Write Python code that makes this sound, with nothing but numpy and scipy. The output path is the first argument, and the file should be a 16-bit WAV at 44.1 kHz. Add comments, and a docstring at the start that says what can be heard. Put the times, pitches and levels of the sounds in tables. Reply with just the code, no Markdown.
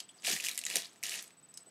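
"""In a small bedroom, a deflated foil balloon is turned over and squeezed three times, close by.
Creases buckle and release their strain as sharp snaps, over a dense crackle of tiny folds.
Taut facets ping as they relax, and the slack skin rustles and flaps with a soft, low puff.
Underneath lie faint room noise and the thin, pulsing whine of electronics."""
import sys
import numpy as np
from scipy import signal
from scipy.fft import rfft, irfft, next_fast_len
from scipy.io import wavfile
from scipy.ndimage import uniform_filter1d

SR = 44100
rng = np.random.default_rng(int(sys.argv[2]) if len(sys.argv) > 2 else 0)


def wrap_up_sound(samples):
    """Save the sound to the file named by the first command line argument, as 16-bit audio."""
    columns = np.atleast_2d(samples).T
    # keep every value between -1 and 1, then stretch to whole-number steps
    tamed = np.clip(columns, -1, 1)
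    steps = np.round(tamed * 32767).astype(np.int16)
    wavfile.write(sys.argv[1], SR, steps)


N = 74970

# Room noise and hiss. Each row: frequency in Hz, relative spectral density in dB.
NOISE_SPECTRUM = [(30, -16), (70, -11), (155, 1), (320, -2.5), (460, -6.5), (2000, -11), (4000, -14.5),
                  (7500, -20), (9500, -28), (13000, -33), (15500, -28)]
# Envelope of the pulsing whine. Each row: time in seconds, level in dB.
WHINE_LEVEL = [(0, -58), (.1, -54.5), (.17, -61.5), (.95, -64.5), (1.25, -58.5), (1.32, -63.5),
               (1.42, -55.5), (1.7, -55.5)]
# Faint wavering tones of the electronics. Each row: frequency in Hz, level in dB.
FAINT_TONES = [(12260, -86), (15230, -94)]
# Bedroom reverberation. Each row: frequency in Hz, 60 dB decay time in seconds, relative level in dB.
REVERBERATION = [(188, 0.093, -9.5), (700, 0.13, -0.5), (2000, 0.28, -8.5), (6700, 0.096, 0.5),
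                 (14500, 0.13, -8)]
# How hard the hands crumple the foil. Each row: time in seconds, crackle drive in dB.
SQUEEZE_LEVEL = [(0, -55), (.03, -64), (.06, -79.5), (.222, -67), (.25, -41), (.277, -36), (.335, -37),
                 (.39, -47.5), (.425, -48.5), (.46, -44.5), (.50, -48.5), (.56, -57.5), (.64, -60),
                 (.695, -46.5), (.745, -42), (.772, -37.5), (.80, -46), (.85, -56.5), (.90, -67),
                 (.96, -68.5), (1.024, -78), (1.04, -42), (1.105, -46.5), (1.15, -42), (1.21, -52.5),
                 (1.26, -64), (1.35, -83), (1.7, -75)]
# Rustle of the broad panels. Each row: frequency in Hz, relative level in dB.
RUSTLE_SPECTRUM = [(70, -25), (190, -0.5), (430, -2.5), (720, 0), (900, -7), (1250, -2), (2500, -27.5)]
# Radiation of the foil. Each row: frequency in Hz, relative gain in dB.
FOIL_RADIATION = [(100, -37), (200, -6.5), (450, -24), (720, -8.5), (900, -13), (1400, -13.5), (1800, -0.5),
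                  (2700, -1), (3500, -1), (5500, -2), (6900, -2), (9200, -4), (11500, -6.5), (12400, -11),
                  (13500, -10), (16000, -24)]
# The top treble as the foil turns. Each row: time in seconds, gain in dB.
SHEEN_GAIN = [(0, -15), (.22, -15), (.27, 0), (.56, 5), (.63, -4), (.76, 0.5), (.86, -5), (1.04, -0.5),
              (1.15, 1.5), (1.2, -17), (1.228, 11), (1.29, -6), (1.57, -8)]
# Slack panels flipping. Each row: centre in seconds, level in dB, pitch in Hz, puff width in seconds.
PANEL_FLAPS = [(0.28, -34, 650, 0.00092), (0.29, -50, 594, 0.0063), (0.305, -41, 404, 0.016),
               (0.3337, -41.5, 217, 0.021), (0.34, -44, 700, 0.0011), (.352, -46, 176, 0.0099),
               (.708, -48.5, 556, 0.012), (0.762, -41, 570, 0.003), (0.766, -39.5, 464, 0.019),
               (.775, -53, 240, 0.014), (1.141, -53, 573, 0.026), (1.671, -56.5, 436, 0.015)]
# Taut facets relaxing. 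Each row: start in seconds, level in dB, pitch in Hz.
FACET_PINGS = [(.091, -45.5, 3400), (.091, -51.5, 9350), (.186, -49, 4800), (.893, -49, 6430),
               (1.5415, -50, 5240), (1.574, -43, 5100), (1.573, -60, 5700), (1.574, -55, 4300)]
# Creases buckling. Each row: start in seconds, relative level in dB, ring pitch in Hz,
# ring relative to the rattle in dB, gain of the rattle's lower band in dB.
CREASE_SNAPS = [(.003, -21.5, 3180, -10, -17), (.0052, -28.5, 4150, -14, -3),
                (.0915, -37.5, 3120, -4.5, -3), (0.2231, -41, 6500, 4, 13), (0.2474, -23.5, 2640, -3, 10),
                (0.2689, -21, 2890, 9, -11), (0.2715, -18.5, 4500, -5, -18), (0.2837, -25, 4760, 1, 0),
                (0.2971, -17.5, 7250, -6, -6), (0.32, -32, 9400, 5, -11), (0.325, -32, 2420, 3, 2),
                (0.3279, -20, 5000, -24, 1), (0.339, -22.5, 6750, 7, 4), (0.345, -29, 6640, 6, -7),
                (0.3633, -19.5, 2830, -13, 5), (0.3738, -30, 2070, 5, -19), (0.3999, -23, 2620, 8, -8),
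                (0.4077, -28, 6900, -1, 3), (0.44, -21, 6200, -17, -1), (0.4488, -20, 7700, -13, -3),
                (0.4552, -20.5, 8700, -4, -2), (0.4628, -20.5, 2670, -7, -3), (.4676, -18, 2860, -3, -27),
                (0.4853, -16, 2370, -6, 0), (0.4922, -20, 5400, -9, 1), (0.5135, -24.5, 3960, -1, -10),
                (.547, -29.5, 6950, -17, -9), (.556, -30, 5400, 0, -6), (.577, -14.5, 7400, -7.5, -6.5),
                (0.5837, -30, 2900, -1, -18), (.59, -18, 8900, -1.5, -6), (.6147, -26, 4230, -9, -4),
                (0.6381, -22.5, 2700, -4.5, -26), (.6524, -18.5, 7330, 6, -2), (.665, -26, 1920, 9, -9),
                (0.665, -15.5, 6770, -3.5, -3.5), (.7005, -20, 6900, -13, 3), (0.7118, -24, 2650, 0, 3),
                (0.7398, -34, 6800, 1, -16), (.7569, -7, 9200, -8, -7), (0.7685, -12, 7500, -23, -13),
                (0.821, -27, 3800, -10, -7), (.832, -32.5, 3440, -1, -10), (.847, -32.5, 4070, 4, -18),
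                (0.8544, -36.5, 3480, 14, -23), (.857, -33.5, 4760, 16, -5),
                (1.029, -23.5, 2210, -4.5, -30), (1.0361, -16.5, 5700, -8, -1.5),
                (1.048, -36, 3540, -12, -2), (1.056, -27.5, 2920, 8, -2), (1.066, -22, 6640, -5, -3),
                (1.083, -29, 2980, 6, -6), (1.0944, -19.5, 4400, -21, -5), (1.1188, -26, 2820, 2, 13),
                (1.128, -34, 2800, -6, 12), (1.1402, -26, 2760, 3, 13), (1.1437, -37, 2650, -1, 10),
                (1.1555, -26, 6070, -10, 2), (1.194, -30, 4600, -3, 12), (1.225, -29, 9600, -19, -11),
                (1.279, -38.5, 8800, 15, -8), (1.306, -44, 2600, -5.5, 3), (1.5405, -32.5, 8130, -2, -22),
                (1.5735, -29.5, 7600, -1, -15), (1.5747, -26, 8840, -4, -12)]

FIRM_SQUEEZE_DB = -36  # reference for the squeeze level


def from_db(db):
    """Decibels to amplitude ratio."""
    return 10 ** (np.asarray(db) / 20)


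def unit_rms(x):
    """Scale to unit mean power."""
    return x / np.sqrt(np.mean(x ** 2) + 1e-20)


def unit_energy(x):
    """Scale to unit total energy."""
    return x / np.linalg.norm(x)


def in_time(rows):
    """Interpolate a time curve at every sample."""
    return np.interp(np.arange(N) / SR, *np.transpose(rows))


def at_hz(rows, hz, column=1):
    """Interpolate a column on a log-frequency axis."""
    columns = np.transpose(rows)
    return np.interp(np.log(hz + 1e-3), np.log(columns[0]), columns[column])


def butter(x, hz, kind, order=2):
    """Butterworth filter: a maximally flat passband."""
    return signal.sosfilt(signal.butter(order, hz, kind, fs=SR, output="sos"), x + 1e-18)


def crossover(x, hz, order=2):
    """Filtering twice splits a signal into low and high bands that stay in phase."""
    return [butter(butter(x, hz, kind, order), hz, kind, order) for kind in ("low", "high")]


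def colour(x, spectrum):
    """Minimum-phase filter of unit power gain: folding the cepstrum makes it causal."""
    size = 2 * next_fast_len(N)
    gain = unit_rms(from_db(at_hz(spectrum, np.arange(size // 2 + 1) * SR / size)))
    cepstrum = irfft(np.log(gain))
    cepstrum[1:size // 2] *= 2
    cepstrum[size // 2 + 1:] = 0
    return irfft(rfft(x, size) * np.exp(rfft(cepstrum)))[:N]


def decay(t, t60):
    """Exponential damping, by 60 dB in t60 seconds."""
    return np.exp(-np.log(1000) * t / t60)


def mode_pair(t, hz, ratio=0.94):
    """Two close modes of a facet interfere and beat."""
    return sum(np.sin(2 * np.pi * hz * ratio ** k * t) for k in (-.5, .5))


def room_noise():
    """Stationary random noise, strongest in the bass, forms the floor."""
    return from_db(-67.5) * colour(rng.standard_normal(N), NOISE_SPECTRUM)


def electronics(whine_hz=8000, period_s=.05846, start_s=.0255, on_s=.0315, waver_hz=45.3):
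    """Amplitude modulation: a whine is gated about 17 times a second, and two fainter tones waver."""
    t = np.arange(N) / SR
    switched_on = (t - start_s) % period_s < on_s
    gate = uniform_filter1d(switched_on * 1., size=180)
    out = from_db(in_time(WHINE_LEVEL)) * gate * np.sin(2 * np.pi * whine_hz * t)
    for hz, db in FAINT_TONES:
        waver = 1 + 0.44 * unit_rms(butter(rng.standard_normal(N), waver_hz, "low"))
        out += from_db(db) * waver * np.sin(2 * np.pi * hz * t)
    return out


def bedroom(x, early_db=-11.5, tail_db=-10, first_echo_s=0.0019):
    """Reflection: bright early echoes from balloon and body, and a tail that lasts longest near 2 kHz."""
    t, tail = np.arange(SR // 2) / SR, 0
    edges_hz = np.geomspace(80, 18000, 9)
    for lo, hi in zip(edges_hz, edges_hz[1:]):
        hz = np.sqrt(lo * hi)
        band = from_db(at_hz(REVERBERATION, hz, column=2)) * butter(rng.standard_normal(len(t)), [lo, hi], "band")
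        tail += band * decay(t, at_hz(REVERBERATION, hz))
    early = butter(rng.standard_normal(len(t)), 1240, "high") * decay(t, t60=0.024)
    arrived = t > first_echo_s
    response = from_db(early_db) * unit_energy(early * arrived)
    response += from_db(tail_db) * unit_energy(tail * arrived)
    return x + signal.fftconvolve(x, response)[:N]


def rustle(firm_db=-57):
    """The skin's broad panels radiate a dull, slightly hollow noise that follows the squeeze."""
    noise = unit_rms(colour(rng.standard_normal(N), RUSTLE_SPECTRUM))
    return from_db(firm_db + 0.45 * (in_time(SQUEEZE_LEVEL) - FIRM_SQUEEZE_DB)) * noise


def flaps(puff_db=-11.5, band_ratio=1.78, pop_width_cycles=0.86):
    """Air displacement: a slack panel flips with a hollow pop of a few cycles and pushes a soft puff."""
    t, out = np.arange(N) / SR, np.zeros(N)
    for centre, db, hz, width in PANEL_FLAPS:
        cycles = hz * (t - centre)
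        pop = np.sin(2 * np.pi * cycles) * np.exp(-.5 * (cycles / pop_width_cycles) ** 2)
        air = unit_rms(butter(rng.standard_normal(N), [hz / band_ratio, hz * band_ratio], "band"))
        puff = air * np.exp(-.5 * ((t - centre) / width) ** 2)
        out += from_db(db) * (pop + from_db(puff_db) * puff)
    return out


def pings(attack_s=0.00046):
    """Free vibration: a taut facet flips without a crack and rings briefly in two close modes."""
    out = np.zeros(N)
    for start, db, hz in FACET_PINGS:
        t = np.maximum(np.arange(N) / SR - start, 0)
        envelope = (1 - np.exp(-t / attack_s)) * decay(t, t60=0.044)
        out += from_db(db) * envelope * mode_pair(t, hz) / 2
    return out


def radiate(x, sheen_hz=11200):
    """Radiation from the foil favours the treble; the very top comes and goes as it is turned."""
    low, high = crossover(colour(x, FOIL_RADIATION), sheen_hz)
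    return low + from_db(in_time(SHEEN_GAIN)) * high


def crackle(firm_folds_per_s=5500, ring_cycles=7, large_fold_hz=1556, clump_s=0.003):
    """A random impulse train: tiny folds flip and ring in clumps, more and louder as the squeeze grows."""
    squeeze_db = in_time(SQUEEZE_LEVEL)
    clump_db = 2 * unit_rms(uniform_filter1d(rng.standard_normal(N), int(clump_s * SR)))
    drive = from_db(squeeze_db + clump_db)
    rate = firm_folds_per_s * (drive / from_db(FIRM_SQUEEZE_DB)) ** .35
    size_db = 3 * np.minimum(rng.exponential(1, N), 4)
    sizes = unit_rms(from_db(size_db) * rng.choice([-1, 1], N))
    flips = rng.random(N) < rate / SR
    clicks = sizes * flips * np.sqrt(SR / rate) * drive  # rms follows the drive at any rate
    pitches_hz = np.linspace(1800, 15000, 20)
    pitch_index = rng.integers(0, len(pitches_hz), N)
    t, out = np.arange(SR // 100) / SR, np.zeros(N)
    for k, hz in enumerate(pitches_hz):
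        ring = np.cos(2 * np.pi * hz * t) * decay(t, ring_cycles / hz)
        out += signal.fftconvolve(clicks * (pitch_index == k), unit_energy(ring))[:N]
    # One click in twenty also rings a large fold, heard only under a firm squeeze.
    large_gain = from_db(squeeze_db - FIRM_SQUEEZE_DB - 1.5)
    large_clicks = clicks * (pitch_index == len(pitches_hz) - 1) * large_gain
    large_ring = np.sin(2 * np.pi * large_fold_hz * t) * decay(t, 2 * ring_cycles / large_fold_hz)
    return out + signal.fftconvolve(large_clicks, unit_energy(large_ring))[:N]


def snaps(rattle_s=0.002, crack_db=-4.5, split_hz=3940):
    """Buckling: a crease gives way with a crack and a brief rattle, and sets its facet ringing."""
    t, out = np.arange(SR // 40) / SR, np.zeros(N + SR)
    for start, db, hz, ring_db, low_db in CREASE_SNAPS:
        burst = rng.choice([-1, 1], len(t)) * np.exp(-(t / rattle_s) ** 2)
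        burst[0] += from_db(crack_db) * np.linalg.norm(burst)  # the crack is one impulse
        low, high = crossover(burst, split_hz, order=4)
        rattle = unit_rms(high + from_db(low_db) * low)
        ring_t60 = 0.0092 * (split_hz / hz) ** 0.81  # higher modes die sooner
        ring = unit_rms(butter(mode_pair(t, hz) * decay(t, ring_t60), hz / np.sqrt(2), "high"))
        snap = butter(rattle + from_db(ring_db) * ring, 1180, "high", order=4)
        i = int(start * SR)
        out[i:i + len(t)] += 2 * from_db(db) * unit_energy(snap)
    return out[:N]


def scene():
    """Superposition: snaps and crackle come from different spots, each with its own reflections."""
    creases, folds = radiate(snaps()), radiate(crackle())
    balloon = bedroom(creases) + bedroom(folds + pings() + flaps() + rustle())
    return (balloon + electronics() + room_noise())[None]


def record(dry):
    """Band limiting: a small microphone loses the deep bass, and a steep low-pass cuts the top."""
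    low_pass = signal.cheby2(12, 60, 16700, fs=SR, output="sos")
    return signal.sosfilt(low_pass, butter(dry, 90, "high"))


dry = scene()
out = record(dry)
wrap_up_sound(out)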